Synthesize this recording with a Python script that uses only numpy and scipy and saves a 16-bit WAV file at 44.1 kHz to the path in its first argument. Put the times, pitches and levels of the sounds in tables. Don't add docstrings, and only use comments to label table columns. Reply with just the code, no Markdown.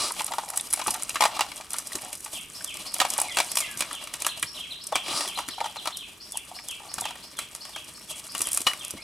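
import sys
import numpy as np
from scipy import signal
from scipy.fft import rfft, irfft
from scipy.io import wavfile

SR = 44100
rng = np.random.default_rng(int(sys.argv[2]) if len(sys.argv) > 2 else 0)


def dump_mix(stems):
    frames = np.atleast_2d(stems).T
    limited = np.clip(frames, -1, 1)
    pcm = np.round(limited * 32767).astype(np.int16)
    wavfile.write(sys.argv[1], SR, pcm)


N = 398223
T = np.arange(N) / SR
HIT_T = T[:SR // 6]

# start in seconds, knock peak in dB, knock pitch in Hz,
# splash in dB before a trim, number of contacts as the body rolls onto the mud.
SLAPS = [(0.206, -20.5, 857, -37, 1), (0.32, -23.5, 802, -39.5, 2), (0.383, -15.5, 810, -35.5, 1),
         (0.434, -29, 856, -54, 1), (0.534, -36, 775, -49, 1), (0.795, -22.5, 796, -43, 1),
         (0.814, -25, 1020, -38, 1), (0.879, -16, 854, -33.5, 1), (1.156, -23.5, 1100, -33, 1),
         (1.206, -10.5, 835, -26.5, 4), (1.392, -18.5, 848, -32.5, 1), (1.408, -12, 815, -26, 1),
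         (1.601, -30.5, 764, -65, 1), (1.74, -30, 890, -39, 1), (2.26, -34, 865, -45.5, 1),
         (3.001, -21, 740, -23, 1), (3.015, -12.5, 798, -26.5, 1), (3.05, -15, 810, -33, 1),
         (3.186, -20.5, 766, -52, 1), (3.214, -21.5, 816, -39, 1), (3.37, -19, 750, -26, 3),
         (3.912, -38, 964, -46, 1), (4.923, -16.5, 810, -42.5, 1), (4.925, -22, 619, -44, 1),
         (4.955, -17.5, 754, -26, 1), (5.082, -33, 787, -39, 1), (5.207, -24.5, 770, -35, 1),
         (5.25, -29, 816, -48, 1), (5.374, -23.5, 790, -48, 1), (5.388, -22, 826, -36, 1),
         (5.402, -29, 850, -50, 1), (5.581, -23, 796, -64, 1), (5.604, -25, 772, -44, 1),
         (5.611, -14.5, 816, -44, 1), (5.642, -21, 820, -42, 2), (5.767, -28.5, 780, -45, 1),
         (5.856, -27.5, 820, -38.5, 1), (5.873, -20, 750, -31.5, 1), (6.564, -35, 750, -52, 1),
         (6.803, -38.5, 783, -62, 6), (6.983, -27, 780, -37.5, 1), (7.018, -25.5, 750, -51, 1),
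         (7.054, -22.5, 860, -35, 1), (7.107, -32, 790, -45, 1), (7.761, -29, 814, -39.5, 1),
         (8.669, -15.5, 808, -23.5, 1)]
# start in seconds, then tick peak, splash and spray,
# each in dB before any trim.
SNAPS = [(0.1215, -7.5, -65, -43), (0.2452, -4.5, -67, -47), (0.2655, -6.5, -72, -38.5),
         (0.502, -8, -50, -37.5), (0.5739, -2, -39.5, -26.5), (0.6105, -6.5, -58, -48),
         (0.71, -16, -62, -52), (0.7282, 1, -40, -29), (0.7362, 5, -35.5, -39), (0.7402, -1, -56, -55),
         (0.7627, -16, -64, -50), (0.8704, -5, -45, -28.5), (0.9066, -3, -54, -27), (0.94, -12, -38, -45),
         (1.0226, -18, -65, -46), (1.0335, -6, -64, -39), (1.0933, -16, -38, -30.5), (1.517, -30, -41, -45),
         (1.5604, -19, -69, -47), (1.7325, -21, -46, -31.5), (1.7845, -20, -44, -28.5),
         (1.8716, -22, -63, -36), (1.954, -26, -39.5, -30), (2.1291, -18, -45, -36.5),
         (2.2463, -21, -66, -37), (2.6439, -26, -46, -32), (2.7704, -22, -47, -39.5),
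         (2.9411, -5, -46, -29), (2.9841, -19, -67, -37), (3.1017, -23, -53, -27.5),
         (3.1363, -19, -44, -30), (3.18, 0, -53, -33), (3.2005, -7, -60, -28), (3.2167, 3, -58, -35),
         (3.5548, -20, -40, -29), (3.5709, -22, -30, -21.5), (3.586, -25, -38, -29),
         (3.604, -17, -37, -26.5), (3.7922, -28, -50, -34.5), (3.8065, -25, -29.5, -27),
         (3.8212, -24, -32, -38), (3.9305, -10.5, -63, -52), (4.0726, -29, -42, -45),
         (4.139, -27, -37, -34.5), (4.2202, -21, -39, -31.5), (4.2476, -14, -32.5, -45),
         (4.2655, -18, -27, -24), (4.4274, -2.5, -34, -30.5), (4.8694, -13, -63, -35.5),
         (5.277, -21, -39.5, -37), (5.486, -27, -37.5, -36), (5.9704, -32, -64, -34),
         (6.3215, -12, -69, -40), (6.3725, -4, -50, -34), (6.685, -32, -57, -35.5),
         (6.9396, -25, -46, -32.5), (7.0097, -9, -61, -31), (7.389, -24, -33.5, -31.5),
         (7.5497, -31, -47, -36.5), (7.652, -28, -44, -47), (8.3499, -26, -34, -35),
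         (8.406, -16, -40.5, -34), (8.4175, -1, -40, -24.5), (8.4714, -3.5, -43, -44),
         (8.5175, -8, -60, -34), (8.531, -14, -64, -28), (8.547, -4, -59, -30.5), (8.5739, -1, -36, -24),
         (8.6158, -20, -47, -33), (8.733, -30, -41, -40), (8.8817, -13, -64, -55),
         (8.9065, -27, -48, -35.5)]
# frequency in Hz, relative level in dB per Hz.
SPLASH_COLOUR = [(150, -22.5), (330, -2.5), (460, -21), (550, -1), (700, 6.5), (1200, 2.5), (1500, 3),
                 (2200, 1), (3500, 2), (5500, -2), (7500, -4), (12000, -22)]
# frequency in Hz, relative level in dB per Hz.
SPRAY_COLOUR = [(2500, -19), (5000, -1), (7000, 2.5), (9300, 7.5), (11000, 2.5), (13000, -3), (16000, -25)]


def from_db(db):
    return 10 ** (np.asarray(db) / 20)


def rms_one(x):
    return x / np.sqrt(np.mean(x ** 2) + 1e-20)


def fade(t60):
    return from_db(-60 * HIT_T / max(t60, 1e-4))


def add(track, s, sound):
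    at = int(np.clip(round(s * SR), 0, N - 1))
    track[..., at:at + sound.shape[-1]] += sound[..., :N - at]


def placed(x, pan_db):
    return x * from_db([[pan_db / 2], [-pan_db / 2]])


def colour(x, spectrum):
    size = 4096
    hz, db = np.transpose(spectrum)
    bins_hz = np.arange(size // 2 + 1) * SR / size
    gain = from_db(np.interp(np.log(bins_hz + 1), np.log(hz), db))
    cepstrum = irfft(np.log(rms_one(gain)))[:size // 2]
    one_sided = cepstrum * np.where(np.arange(size // 2) > 0, 2, 1)
    response = irfft(np.exp(rfft(one_sided, size)))
    return signal.oaconvolve(np.atleast_2d(x), response[None], axes=-1)[:, :N]


def resonate(x, hz, q):
    b, a = signal.iirpeak(min(hz, .45 * SR), max(q, 1), fs=SR)
    return signal.lfilter(b, a, x + 1e-18)


def drift(per_s):
    return np.interp(T * per_s, np.arange(4096), rng.standard_normal(4096))


def grains(per_s, spread_db, count):
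    sizes = from_db(spread_db * np.minimum(rng.exponential(1, count), 4)) * rng.choice([-1, 1], count)
    return rms_one(sizes * (rng.random(count) < per_s / SR))


def spread(per_s, spread_db, width):
    middle = grains(per_s, spread_db, count=N)
    return middle + width * grains(per_s, spread_db, count=N) * np.array([[1], [-1]])


def patter(per_s, spread_db, low_hz, high_hz, q, count=12):
    clicks = grains(per_s, spread_db, count=N)
    dealt = rng.integers(0, count, N)
    pitches = np.geomspace(low_hz, high_hz, count)
    return rms_one(sum(rms_one(resonate(clicks * (dealt == k), hz, q)) for k, hz in enumerate(pitches)))


def burst(t60, tail_db, tail_t60, per_s, rise, cavity_hz, cavity_share):
    shape = (fade(t60) + from_db(tail_db) * fade(tail_t60)) * (1 - np.exp(-HIT_T / rise))
    clicks = rms_one(grains(per_s, 2.95, count=len(HIT_T)) * shape)
    hollow = resonate(clicks, cavity_hz * 2 ** rng.uniform(-0.744, 0.51), q=13.0)
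    clicks = clicks + cavity_share * rms_one(hollow)
    return clicks * np.sqrt(.02 * SR / np.sum(clicks ** 2))


def lead_in(t60, per_s):
    return grains(per_s, 0.86, count=len(HIT_T)) * fade(t60)[::-1]


def around(events, scatter_s):
    rows = np.clip(rng.standard_normal((len(events), 3)), -2, 2)
    rows[:, 0] = [event[0] for event in events] + scatter_s * rows[:, 0]
    return rows


def net_levels():
    # time in seconds, dragging in dB and mesh crackle in dB, both before trims.
    motion = [(0.0, -49, -42), (0.6, -59, -46), (1.05, -49.5, -44), (1.33, -49, -49), (1.48, -55.5, -50),
              (1.71, -54.5, -46), (1.89, -54.5, -44.5), (2.04, -48.5, -42.5), (2.21, -61.5, -45),
              (2.99, -53, -47), (3.14, -45, -39), (3.22, -47, -45.5), (3.42, -52, -39.5),
              (3.77, -48.5, -46), (3.9, -51.5, -47.5), (4.35, -56.5, -50.5), (4.68, -56.5, -47),
              (4.95, -61.5, -54), (5.1, -46, -50), (5.26, -53, -42.5), (5.51, -53.5, -48.5),
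              (6.16, -62.5, -52), (6.66, -59.5, -48), (6.87, -58.5, -47), (6.99, -53, -52),
              (7.27, -58, -49.5), (7.69, -56.5, -49.5), (8.17, -57.5, -44), (8.521, -52, -42),
              (8.75, -57.5, -46.5), (8.9, -53, -45.5), (9.03, -57, -53)]
    shake_db, shake_s = 0.5, 0.14
    s = T[::200]
    when, drag_db, mesh_db = np.transpose(motion)
    blows = np.array([row[0] for row in list(SLAPS) + list(SNAPS)])
    nearest_s = np.abs(s[:, None] - blows).min(axis=1)
    shake = np.exp(-(nearest_s / shake_s) ** 2)
    return s, np.interp(s, when, drag_db), np.interp(s, when, mesh_db) + shake_db * shake


def body_contacts():
    contact_gap_s = .0157
    pocket_spread = 0.021
    pat_scatter_s, pat_spread_db, pat_hz = .035, 3, 796
    pat_db = np.array((18.5, 6))
    rows = []
    for s, db, hz, splash_db, count in SLAPS:
        for k in range(round(count)):
            retune = 1 + pocket_spread * min(k, 1) * rng.standard_normal()
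            rows.append((s + k * contact_gap_s, db, hz * retune, splash_db))
    when, drag_db, _ = net_levels()
    for s, size, detune in around(SLAPS, pat_scatter_s):
        knock_db, splash_db = np.interp(s, when, drag_db) + pat_db + pat_spread_db * size
        rows.append((s, knock_db, pat_hz * (1 + 0.063 * detune), splash_db))
    return rows


def mesh_snaps():
    scatter_s, spread_db = 0.03, 4
    snap_db = np.array((21, -7.5, 5))
    when, _, mesh_db = net_levels()
    rows = list(SNAPS)
    for s, size, _ in around(SNAPS, scatter_s):
        rows.append((s, *(np.interp(s, when, mesh_db) + snap_db + spread_db * size)))
    return rows


def knocks(contacts, rise=0.0019, press_t60=0.014, flutter=0.051):
    # typical ratio to the knock pitch, typical relative level in dB,
    # time to fall 60 dB in seconds.
    pocket_tones = [(0.7, -21.5, 0.044), (0.898, -6.5, 0.035), (1.001, 2, 0.035), (1.12, -6, 0.04),
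                    (1.3, -14, 0.05), (1.55, -16, 0.033)]
    glide_per_s = 1.93
    out = np.zeros(N)
    for s, db, pitch_hz, _ in contacts:
        ring = 0
        squeezed = HIT_T * (1 + .5 * glide_per_s * rng.uniform(-1.25, 1) * HIT_T)
        for ratio, mode_db, t60 in pocket_tones:
            size, detune = rng.standard_normal(2)
            hz = pitch_hz * ratio * (1 + 0.413 * (ratio - 1) * detune)
            tone = np.sin(2 * np.pi * (hz * squeezed + rng.random()))
            ring = ring + from_db(mode_db + 2 * size) * fade(t60) * tone
        press = rng.standard_normal(len(HIT_T)) * fade(press_t60)
        pressed = signal.fftconvolve(ring, press)[:len(HIT_T)]
        ring = (rms_one(ring) + flutter * rms_one(pressed)) * (1 - np.exp(-HIT_T / rise))
        add(out, s, from_db(db) * ring / np.abs(ring).max())
    return placed(out, pan_db=0.5)


def quivers(pocket_hz=800, q=5.4, pats_per_s=450, smack_db=-14, size_spread=0.086):
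    # middle in seconds, length in seconds, level in dB.
    flurries = [(0.328, 0.034, -27), (0.526, 0.17, -42), (0.951, 0.064, -37.5), (1.3, 0.12, -42.5),
                (2.042, 0.16, -43), (3.252, 0.043, -37), (5.637, 0.021, -45), (6.354, 0.028, -39),
                (6.522, 0.02, -41.5)]
    effort = sum(from_db(db) * np.exp(-(2 * (T - s) / length) ** 2) for s, length, db in flurries)
    pockets = pocket_hz * (1 + size_spread * np.array([-1, 0, 1]))
    pats = grains(pats_per_s, 2.7, count=N)
    dealt = rng.integers(0, len(pockets), N)
    rings = [resonate(resonate(pats * (dealt == k), hz, q), hz, q) for k, hz in enumerate(pockets)]
    murmur = rms_one(sum(rings))
    return placed(effort * (murmur + from_db(smack_db) * colour(pats, SPLASH_COLOUR)), pan_db=-0.5)


def wet_contacts(contacts, snaps, slap_splash_db=1.5, snap_spray_db=-1, tick_db=-7, slip_db=-7, smear_db=-11):
    spray_re_splash_db = -4.5
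    pan_spread_db = 2.1
    splash, spray = np.zeros((2, 2, N))
    early = len(HIT_T) / SR
    slaps = [(s, splash_db, splash_db + spray_re_splash_db) for s, _, _, splash_db in contacts]
    for s, splash_db, spray_db in slaps:
        pan_db = pan_spread_db * rng.standard_normal()
        squeeze = burst(t60=0.024, tail_db=-9.0, tail_t60=0.12, per_s=10000, rise=0.00054,
                        cavity_hz=1984, cavity_share=0.15)
        fizz = burst(t60=0.014, tail_db=-19.0, tail_t60=0.22, per_s=2800, rise=0.00012,
                     cavity_hz=7500, cavity_share=0.12)
        add(splash, s, placed(from_db(splash_db + slap_splash_db) * squeeze, pan_db))
        add(spray, s, placed(from_db(spray_db) * fizz, pan_db))
    for s, peak_db, splash_db, spray_db in snaps:
        pan_db = pan_spread_db * rng.standard_normal()
        tick_hz = 9200 * 2 ** rng.uniform(-0.04, 0.27)
        tick = fade(0.0016) * np.cos(2 * np.pi * tick_hz * HIT_T)
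        squeeze = burst(t60=0.023, tail_db=-14, tail_t60=0.16, per_s=7700, rise=0.00011,
                        cavity_hz=2580, cavity_share=0.16)
        fizz = burst(t60=0.012, tail_db=-24.0, tail_t60=0.18, per_s=1900, rise=0.001,
                     cavity_hz=8320, cavity_share=0.14)
        add(splash, s, placed(from_db(splash_db) * squeeze, pan_db))
        tick_and_fizz = from_db(peak_db + tick_db) * tick + from_db(spray_db + snap_spray_db) * fizz
        add(spray, s, placed(tick_and_fizz, pan_db))
    for s, *_, splash_db, spray_db in slaps + snaps:
        inside = int(max(early - s, 0) * SR)
        slip = lead_in(t60=0.034, per_s=2900)[inside:]
        smear = lead_in(t60=0.013, per_s=5800)[inside:]
        add(spray, s - early, from_db(spray_db + slip_db) * slip)
        add(splash, s - early, from_db(splash_db + smear_db) * smear)
    return placed(colour(splash, SPLASH_COLOUR), pan_db=1.0) + placed(colour(spray, SPRAY_COLOUR), pan_db=2.0)


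def pops(level_db=-1, t60=0.031, q=2.0, per_s=2500):
    # start in seconds, peak in dB before the trim level_db, pitch in Hz.
    events = [(0.106, -22.5, 1000), (0.194, -20.5, 2780), (0.321, -43, 2900), (0.34, -36, 2900),
              (0.5, -30.5, 1500), (0.537, -30, 1430), (0.596, -20.5, 3330), (0.8, -24, 1660),
              (0.822, -33, 2300), (0.863, -20, 1400), (0.881, -24, 1840), (0.956, -28, 1530),
              (1.104, -22, 2900), (1.158, -17.5, 1920), (1.168, -19, 1790), (1.192, -36, 2300),
              (1.76, -29, 1870), (1.919, -25, 1710), (1.932, -21, 4400), (1.986, -32, 2400),
              (2.608, -28.5, 1650), (3.137, -27, 3400), (3.909, -25.5, 1760), (4.429, -14, 2070),
              (5.061, -22.5, 2800), (5.605, -21, 1940), (6.588, -28, 2090), (8.406, -26, 1780),
              (8.712, -25, 1600), (8.734, -20.5, 2000)]
    out = np.zeros(N)
    for s, db, hz in events:
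        clicks = grains(per_s, 2.7, count=len(HIT_T)) * fade(t60)
        pop = resonate(resonate(clicks, hz, q), hz, q / 2)
        add(out, s, from_db(db + level_db) * pop / np.abs(pop).max())
    return placed(out, pan_db=1.0)


def thuds(contacts, t60=0.074, level_db=-2, ground_hz=115, ground_db=-7):
    # time in seconds, peak in dB before the trim level_db, pitch in Hz.
    landings = [(0.877, -25.5, 300), (1.952, -29.5, 290), (3.808, -32, 239), (4.248, -42, 335),
                (4.426, -36.5, 335), (4.44, -36, 142), (4.953, -33, 350), (5.085, -32.5, 350),
                (5.142, -38, 187.5), (5.265, -38, 333), (5.485, -34, 286), (6.978, -36, 223),
                (7.016, -37, 145.5), (7.915, -44, 110), (8.348, -37, 296), (8.403, -32, 312),
                (8.604, -35, 298), (8.94, -27.5, 262)]
    thud_re_splash_db, slap_thud_hz = -17, 350
    out = np.zeros(N)
    under_slaps = [(s, splash_db + thud_re_splash_db, slap_thud_hz) for s, _, _, splash_db in contacts]
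    for s, db, hz in list(landings) + under_slaps:
        band = signal.butter(2, [hz * 0.617, hz * 1.18], "band", fs=SR, output="sos")
        weight = rng.standard_normal(len(HIT_T)) * fade(t60)
        push = signal.sosfilt(band, weight) + from_db(ground_db) * resonate(weight, ground_hz, q=1)
        add(out, s - .002, from_db(db + level_db) * push / np.abs(push).max())
    return out


def bumps(level_db=-2, clump_db=4.5):
    s, drag_db, _ = net_levels()
    rumble = patter(per_s=170, spread_db=2.5, low_hz=110, high_hz=416, q=2.2)
    clumps = clump_db * (drift(22) - 2)
    return from_db(np.interp(T, s, drag_db) + level_db + clumps) * rumble


def net(drag_db=2.0, drag_width=0.21, squelch_db=1, squelch_clump_db=3.0,
        hiss_db=-7, crackle_db=-7, jerk_db=6.0, clump_db=4):
    # frequency in Hz, relative level in dB per Hz.
    drag_colour = [(40, -7), (120, -4), (300, 6.5), (450, -6), (620, 10.5), (810, 9.5), (1050, 1),
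                   (1600, -9), (3000, 6.5), (5000, 0.5), (8000, -14.5), (15000, -42)]
    taut_net_db, snag_growth = -42.5, 0.49
    s, drag_level, mesh_level = net_levels()
    drag_level, mesh_level = np.interp(T, s, drag_level), np.interp(T, s, mesh_level)
    jerks = jerk_db * drift(45)
    drag = colour(from_db(drag_db + jerks) * spread(9000, 2.04, drag_width), drag_colour)
    slime = patter(per_s=1300, spread_db=3.5, low_hz=780, high_hz=6200, q=4.2)
    squelch = from_db(squelch_db + squelch_clump_db * drift(110)) * slime
    hiss = from_db(hiss_db + jerks) * spread(5000, 0.83, 0.049)
    snagging = snag_growth * np.minimum(mesh_level - taut_net_db, 0)
    knots = patter(per_s=890, spread_db=4.5, low_hz=5060, high_hz=14000, q=4.6)
    crackle = from_db(crackle_db + snagging + clump_db * drift(60)) * knots
    ground = from_db(drag_level) * (drag + squelch)
    mesh = from_db(mesh_level) * (hiss + crackle)
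    return placed(ground, pan_db=1.0) + colour(mesh, SPRAY_COLOUR)


def hauls(width=0.048, judder_db=-0.6, judder_per_s=150):
    # time in seconds, level in dB before the judder.
    pulls = [
        [(0, -26), (.05, -28), (.1, -35), (.15, -63)],
        [(5.03, -48), (5.1, -36), (5.17, -28.5), (5.24, -32.5), (5.33, -56)],
    ]
    # frequency in Hz, relative level in dB per Hz.
    swish_colour = [(100, -43), (300, 0), (460, -7.5), (800, 7.5), (1000, -1), (1200, 2), (1800, -7),
                    (3300, -3), (5100, 4.5), (6500, -3.5), (10000, 0.5), (12000, -16), (15000, -23)]
    effort = sum(from_db(np.interp(T, *np.transpose(rows), left=-120, right=-120)) for rows in pulls)
    judder = from_db(judder_db * drift(judder_per_s))
    return placed(colour(effort * judder * spread(7000, 1.6, width), swish_colour), pan_db=1.0)


def clinks(t60_rattle=0.011):
    # start in seconds, level in dB.
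    strikes = [(8.667, -23)]
    # pitch in Hz, relative level in dB, time to fall 60 dB in seconds.
    ring_tones = [(1040, -1, 0.09), (2100, -21, .035), (2940, 4, 0.15), (2990, -12, .06), (3350, -10, 0.11),
                  (5640, -8, .04)]
    out = np.zeros(N)
    for s, db in strikes:
        ring = sum(from_db(mode_db) * fade(t60) * np.sin(2 * np.pi * hz * HIT_T)
                   for hz, mode_db, t60 in ring_tones)
        rattle = 1 + .5 * fade(t60_rattle) * rng.standard_normal(len(HIT_T))
        add(out, s, from_db(db) * ring * rattle)
    return placed(out, pan_db=1.0)


def trees(x, t60, delay, width):
    t = T[:SR]
    mid, side = rng.standard_normal((2, SR)) * from_db(-60 * t / t60) * (1 - np.exp(-t / delay))
    band = signal.butter(1, [500, 6000], "band", fs=SR, output="sos")
    echo = signal.sosfilt(band, [mid + width * side, mid - width * side])
    return signal.fftconvolve(x.mean(0)[None], rms_one(echo) / np.sqrt(SR), axes=-1)[:, :N]


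def calls(rows, shape, level_db):
    flutter_per_s, flutter_db, warble_share = 213, 3.5, 0.011
    out = np.zeros(N)
    when, hz, db = np.transpose(shape)
    t = T[:int(when[-1] * SR)]
    envelope = from_db(np.interp(t, when, db)) * signal.get_window(("tukey", .2), len(t))
    for s, call_db in rows:
        wander = rng.standard_normal(size=(2, 64))
        warble, flutter = [np.interp(t * flutter_per_s, np.arange(len(row)), row) for row in wander]
        retune = 1 + 0.00817 * rng.standard_normal() + warble_share * warble
        tone = np.sin(2 * np.pi * np.cumsum(np.interp(t, when, hz) * retune) / SR)
        add(out, s, from_db(call_db + level_db + flutter_db * flutter) * envelope * tone)
    return out


def birds(chip_direct_db=-2.0, squeak_direct_db=-5.5, near_scatter_db=-3, scatter_db=-1.0):
    # start in seconds, level in dB before trims.
    chip_times = [(2.33, -40.5), (2.657, -39.5), (2.969, -45), (3.294, -39), (3.602, -40), (3.925, -41),
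                  (4.265, -41.5), (4.585, -40.5), (4.927, -36.5), (5.266, -40), (5.617, -42.5),
                  (5.983, -42), (6.322, -42), (6.672, -40), (7.016, -39), (7.36, -43), (7.728, -42),
                  (8.074, -43), (8.427, -42.5), (8.785, -41.5)]
    squeak_times = [(2.537, -39), (2.857, -40), (3.487, -41), (4.457, -40), (4.802, -41.5), (5.15, -38),
                    (5.488, -43), (6.2, -41), (6.546, -41), (6.885, -43), (7.223, -42), (7.605, -43),
                    (7.945, -42), (8.285, -42.5), (8.657, -44), (9.01, -43)]
    answer_times = [(4.277, -37), (4.535, -37), (4.692, -36), (5.087, -36), (5.341, -35), (5.496, -38),
                    (5.756, -38.5), (5.915, -38.5)]
    whistle_times = [(3.22, -36.5), (3.548, -36)]
    low_note_times = [(3.675, -44)]
    slur_times = [(8.975, -42)]
    # seconds after the call's start, pitch in Hz before retuning, relative level in dB.
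    chip_shape = [(0, 3667, -5), (.018, 3380, 3), (.035, 2960, 0), (.052, 2480, -3), (.08, 2010, -19)]
    squeak_shape = [(0, 4020, -1.5), (.007, 4616, 1), (0.014, 5200, 1), (0.027, 5650, 1)]
    answer_shape = [(0, 2290, -17), (.011, 3480, -4.5), (.017, 4160, -0.5), (.029, 3980, -5.5),
                    (.037, 3400, -2), (.052, 2535, -7)]
    whistle_shape = [(0, 2620, -11), (.045, 2430, -5), (.108, 1900, 0.5)]
    low_note_shape = [(0, 1714, 3), (.1, 1505, -9)]
    slur_shape = [(0, 2100, -2), (0.026, 2310, -4), (.06, 2750, -6)]
    chips = calls(chip_times, chip_shape, level_db=-1.0)
    squeaks = calls(squeak_times, squeak_shape, level_db=0.5)
    clear = calls(answer_times, answer_shape, level_db=2.5)
    clear = clear + calls(whistle_times, whistle_shape, level_db=-2.5)
    clear = clear + calls(low_note_times, low_note_shape, level_db=-1.5)
    clear = clear + calls(slur_times, slur_shape, level_db=-3.0)
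    scattered = chips + squeaks + from_db(near_scatter_db) * clear
    smear = from_db(scatter_db) * trees(scattered[None], t60=0.47, delay=0.00041, width=0.33)
    return clear + from_db(chip_direct_db) * chips + from_db(squeak_direct_db) * squeaks + smear


def air():
    # frequency in Hz, relative level in dB per Hz.
    air_colour = [(20, -25), (45, -1.5), (100, -4.5), (230, -4), (450, -7.5), (800, -32), (1500, -13),
                  (3000, -18), (6000, -23), (10000, -61), (13000, -18), (16000, -36)]
    level_db, waver_db, waver_per_s = -56, 1, 8.1
    mid, side = colour(rng.standard_normal((2, N)), air_colour)
    return from_db(level_db + waver_db * drift(waver_per_s)) * (mid + 0.5 * side * [[1], [-1]])


def scene():
    contacts, snaps = body_contacts(), mesh_snaps()
    fish = knocks(contacts) + quivers() + wet_contacts(contacts, snaps) + pops() + thuds(contacts) + bumps()
    catch = fish + net() + hauls() + clinks()
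    near = from_db(-11.5) * trees(catch, t60=0.02, delay=0.00061, width=0.11)
    far = from_db(-19.0) * trees(catch, t60=0.34, delay=0.00077, width=0.21)
    return catch + near + far + birds() + air()


def record(dry, lag_share=0.014):
    # frequency in Hz, relative level in dB.
    width_colour = [(30, -20), (120, -6), (300, 1), (800, 8), (2000, 5.5), (4500, 7.5), (7000, 8),
                    (10000, -3.5), (15000, -26)]
    cutoff_hz, ceiling = 16000, .75
    mid, side = (dry[0] + dry[1]) / 2, (dry[0] - dry[1]) / 2
    side = side + lag_share * np.gradient(mid)
    stereo = mid + colour(side, width_colour) * [[1], [-1]]
    rounded = ceiling * np.tanh(stereo / ceiling)
    return signal.sosfilt(signal.ellip(8, .1, 80, cutoff_hz, fs=SR, output="sos"), rounded)


dry = scene()
out = record(dry)
dump_mix(out)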